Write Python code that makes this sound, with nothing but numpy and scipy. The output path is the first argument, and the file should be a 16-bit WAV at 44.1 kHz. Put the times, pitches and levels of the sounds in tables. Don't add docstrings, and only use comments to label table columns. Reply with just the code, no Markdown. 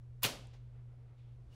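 import sys
import numpy as np
from scipy import signal
from scipy.fft import rfft, irfft, next_fast_len
from scipy.io import wavfile
from scipy.ndimage import map_coordinates

SR = 44100
rng = np.random.default_rng(int(sys.argv[2]) if len(sys.argv) > 2 else 0)


def log_audio(samples):
    frames = np.atleast_2d(samples).T
    limited = np.clip(frames, -1, 1)
    pcm = np.round(limited * 32767).astype(np.int16)
    wavfile.write(sys.argv[1], SR, pcm)


def rack_gain(trim_db):
    fader = np.asarray(trim_db, float)
    return 10 ** (fader / 20)


N = 68355


def unit(x):
    return x / np.sqrt(np.mean(x ** 2) + 1e-20)


def along(points, hz):
    f, v = np.transpose(points)
    return np.interp(np.log(hz + 1), np.log(f + 1), v)


def filtered(x, response):
    m = next_fast_len(N + SR // 2)
    return irfft(rfft(x, m) * response(np.fft.rfftfreq(m, 1 / SR)), m)[..., :N]


def noise(spectrum):
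    return unit(filtered(rng.standard_normal(N), lambda hz: rack_gain(along(spectrum, hz))))


def narrow_noise(center_hz, half_width_hz, order):
    response = lambda hz: 1 / (1 + ((hz - center_hz) / half_width_hz) ** order)
    return unit(filtered(rng.standard_normal(N), response))


def wobble(rate_hz):
    knots = rng.standard_normal(int(N * rate_hz / SR) + 4)
    return map_coordinates(knots, [np.arange(N) * rate_hz / SR])


def since(start_s):
    return np.maximum(np.arange(N) / SR - start_s, 0)


def ring(start_s, db, hz, t60_s, rise_s=.0001, sag=0):
    t = since(start_s)
    envelope = rack_gain(db - 60 * t / t60_s) * (1 - np.exp(-t / rise_s))
    return envelope * np.sin(2 * np.pi * hz * t * (1 - sag * np.minimum(t / t60_s, 1)))


HUM_HZ, HUM_DB, HUM_DRIFT_DB = 120.45, -54, 1.4
HAZE_DB, HAZE_HALF_WIDTH_HZ = -65, 14


def hum():
    phase = 2 * np.pi * (HUM_HZ * np.arange(N) / SR + rng.random())
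    line = np.sqrt(2) * rack_gain(HUM_DB + HUM_DRIFT_DB * wobble(5.5)) * np.sin(phase)
    return line + rack_gain(HAZE_DB) * narrow_noise(HUM_HZ, HAZE_HALF_WIDTH_HZ, 4)


AIR_DB, AIR_TOP_HZ, ABOVE_TOP_DB = -59, 12100, -14
# f/Hz, density/dB
AIR_SPECTRUM = [(20, -7), (62, 1), (95, -8), (170, -20.5), (450, -25.5), (800, -35), (4000, -48.5),
                (11500, -58)]


def air():
    hiss = filtered(noise(AIR_SPECTRUM), lambda hz: np.where(hz < AIR_TOP_HZ, 1, rack_gain(ABOVE_TOP_DB)))
    return rack_gain(AIR_DB + 1.2 * wobble(4)) * hiss


SWISH_S, SWISH_DB, SWISH_GROWS_DB = 0.22, -53, 14
LANDING_S = .2309


def swish():
    u = since(SWISH_S) / (LANDING_S - SWISH_S)
    level = rack_gain(SWISH_DB + SWISH_GROWS_DB * (u - 0.5)) * np.minimum(4 * u, 1) * (u < 1)
    return level * noise([(300, -14.5), (1000, -0.5), (5000, -7.5), (16000, -10)])


PATTER_RISE_S, PATTER_HOLD_S, PATTER_T60_S, PATTER_DB = .006, .018, 0.083, -32.5
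# f/Hz, density/dB
PATTER_SPECTRUM = [(300, -30.5), (900, -11), (1900, -10.5), (2900, -4.5), (4800, -7.5), (8000, -14.5),
                   (14500, -14.5), (16500, -30)]


def patter():
    t = since(LANDING_S)
    rise = np.minimum(t / PATTER_RISE_S + 0.51 * (t > 0), 1)
    fall = rack_gain(-60 * np.maximum(t - PATTER_RISE_S - PATTER_HOLD_S, 0) / PATTER_T60_S)
    return rack_gain(PATTER_DB + 3 * wobble(700)) * rise * fall * noise(PATTER_SPECTRUM)


KNOCK_T60_CYCLES, KNOCK_SAG = 16, .15
# t/s, knock level/dB, knock f/Hz, crack level/dB
CONTACTS_ON_WALL = [
    (.2310, -35.5, 1100, -31),
    (0.2341, -32.5, 4600, -12.5),
    (.2360, -29, 3900, -37),
    (.2379, -28, 3506, -21),
    (0.2408, -21, 2826, -40),
    (0.243, -21, 3150, -39),
    (0.2482, -23, 2750, -36),
    (0.2511, -22, 4196, -24.5),
    (.2590, -31, 2995, -39),
    (0.2715, -29, 4300, -36.5),
]
# f/Hz, level/dB, t60/s
CRACK_MODES = [(11500, 0.5, 0.0015), (14700, -1, 0.0027)]


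def contacts():
    out = np.zeros(N)
    for t_s, knock_db, knock_hz, crack_db in CONTACTS_ON_WALL:
        out += ring(t_s, knock_db + 9, knock_hz, KNOCK_T60_CYCLES / knock_hz, rise_s=0.00068, sag=KNOCK_SAG)
        for hz, db, t60_s in CRACK_MODES:
            out += ring(t_s, crack_db + 4.5 + db, hz, t60_s, rise_s=0.00026)
    return out


BOARD_S, BOARD_RISE_S = .239, 0.017
THUD_DB, THUD_RISE_S, THUD_T60_S = -28.5, .012, 0.1
# f/Hz, level/dB, t60/s
BOARD_MODES = [(112.4, -39, 0.12), (172, -48.5, .09), (254, -45, .07), (440.3, -45, .07), (570.5, -42, .09),
               (910, -48, .07)]
# f/Hz, density/dB
THUD_SPECTRUM = [(60, -25.5), (140, -0.5), (310, -7.5), (540, 1), (800, -5), (1100, -5.5), (2200, -15.5),
                 (4000, -40)]


def board():
    modes = sum(ring(BOARD_S, db + 10.5, hz, t60_s, rise_s=BOARD_RISE_S) for hz, db, t60_s in BOARD_MODES)
    t = since(BOARD_S)
    thud = rack_gain(THUD_DB - 60 * t / THUD_T60_S) * (1 - np.exp(-(t / THUD_RISE_S) ** 2))
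    return modes + thud * noise(THUD_SPECTRUM)


ROOM_S, ROOM_FILL_S, NEAR_DB, FAR_DB = .24, .012, -34, -49.5
# f/Hz, density/dB
ROOM_SPECTRUM = [(70, -19), (150, -1), (300, -4.5), (600, -3), (1700, -9.5), (3000, -3), (5000, -7),
                 (16000, -19.5)]
# f/Hz, t60/s
NEAR_DECAY = [(150, 0.57), (500, 0.49), (1500, 0.39), (3000, .34), (7000, 0.33), (12000, .29), (16000, .19)]
# f/Hz, t60/s
FAR_DECAY = [(150, .9), (1000, .8), (4000, .7), (9000, 0.44), (16000, .2)]


def room(decays):
    hz, t, z = signal.stft(noise(ROOM_SPECTRUM), SR, nperseg=256)
    decay = rack_gain(-60 * np.maximum(t - ROOM_S, 0) / along(decays, hz)[:, None])
    tail = signal.istft(z * decay, SR, nperseg=256)[1][:N]
    return tail * (1 - np.exp(-(since(ROOM_S) / ROOM_FILL_S) ** 2))


def rooms():
    return rack_gain(NEAR_DB) * room(NEAR_DECAY) + rack_gain(FAR_DB) * room(FAR_DECAY)


# t/s, level/dB, f/Hz
LATE_TOUCHES = [
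    (.4218, -60, 11000),
    (.4712, -47, 8140),
    (.7555, -66, 1400),
]


def ticks():
    out = np.zeros(N)
    for t_s, db, hz in LATE_TOUCHES:
        out += ring(t_s, db, hz, 12 / hz)
        out += ring(t_s, db - 12, hz * .45, 8 / hz)
        out += ring(t_s, db - 15, hz * 1.1, 12 / hz)
    return out


BUMP_S, BUMP_DB, BUMP_RISE_S, BUMP_T60_S = 0.53, -60.5, .006, 0.17
# f/Hz, density/dB
BUMP_SPECTRUM = [(200, -20), (500, 1), (1200, -6), (3200, -10), (6000, -15), (12000, -36)]


def bump():
    t = since(BUMP_S)
    return rack_gain(BUMP_DB - 60 * t / BUMP_T60_S) * (1 - np.exp(-t / BUMP_RISE_S)) * noise(BUMP_SPECTRUM)


# t/s, dull level/dB, bright level/dB
RUSTLE_LEVELS = [(.6, -90, -100), (.72, -79, -92), (.76, -74.5, -87.5), (.85, -81.5, -97),
                 (.94, -74.5, -93), (1.02, -79.5, -92), (1.1, -76.5, -89), (1.16, -81, -93),
                 (1.175, -79.5, -79.5), (1.33, -80.5, -86), (1.42, -83, -100), (1.49, -80.5, -90),
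                 (1.521, -75.5, -81), (1.55, -70, -80)]
# f/Hz, density/dB
DULL_SPECTRUM = [(200, -19.5), (450, 6.5), (1000, -4.5), (1330, -3.5), (1700, -11), (2100, -7),
                 (4000, -30.5), (9000, -60)]
# f/Hz, density/dB
BRIGHT_SPECTRUM = [(1200, -25.5), (2100, -1), (3500, 0), (4800, -8.5), (9000, -22), (12000, -30.5),
                   (16000, -39.5)]


def rustle():
    t_s, dull_db, bright_db = np.transpose(RUSTLE_LEVELS)
    t = np.arange(N) / SR
    dull = rack_gain(np.interp(t, t_s, dull_db) + 2 * wobble(23)) * noise(DULL_SPECTRUM)
    bright = rack_gain(np.interp(t, t_s, bright_db) + .8 * wobble(60)) * noise(BRIGHT_SPECTRUM)
    return dull + bright


LIFT_S, LIFT_RISE_S, LIFT_HZ, LIFT_HALF_WIDTH_HZ = 1.495, .035, 2910, 110
LIFT_DB, LIFT_HISS_DB = -77, -76.5
# f/Hz, density/dB
LIFT_SPECTRUM = [(600, 0), (2900, -8.5), (5000, -2.5), (10000, -14), (16000, -19)]


def lift():
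    rub = since(LIFT_S) / LIFT_RISE_S
    band = narrow_noise(LIFT_HZ, LIFT_HALF_WIDTH_HZ, 2)
    tone = rack_gain(LIFT_DB + 1.5 * wobble(110)) * np.minimum(rub, 1) * band
    return tone + rack_gain(LIFT_HISS_DB) * rub * noise(LIFT_SPECTRUM)


def scene():
    slap = swish() + patter() + contacts() + board() + rooms()
    after = ticks() + bump() + rustle() + lift()
    return (hum() + air() + slap + after)[None]


def band_limit(x):
    return signal.sosfilt(signal.butter(12, 17000, fs=SR, output="sos"), x)


EDGE_HZ, EDGE_DB, TOP_HZ = 15900, -24, 16900


def record(dry):
    corners_hz = [EDGE_HZ - 200, EDGE_HZ + 300, TOP_HZ, TOP_HZ + 300]
    mix = filtered(dry, lambda hz: rack_gain(np.interp(hz, corners_hz, [0, EDGE_DB, EDGE_DB, -90])))
    return band_limit(mix)


dry = scene()
out = record(dry)
log_audio(out)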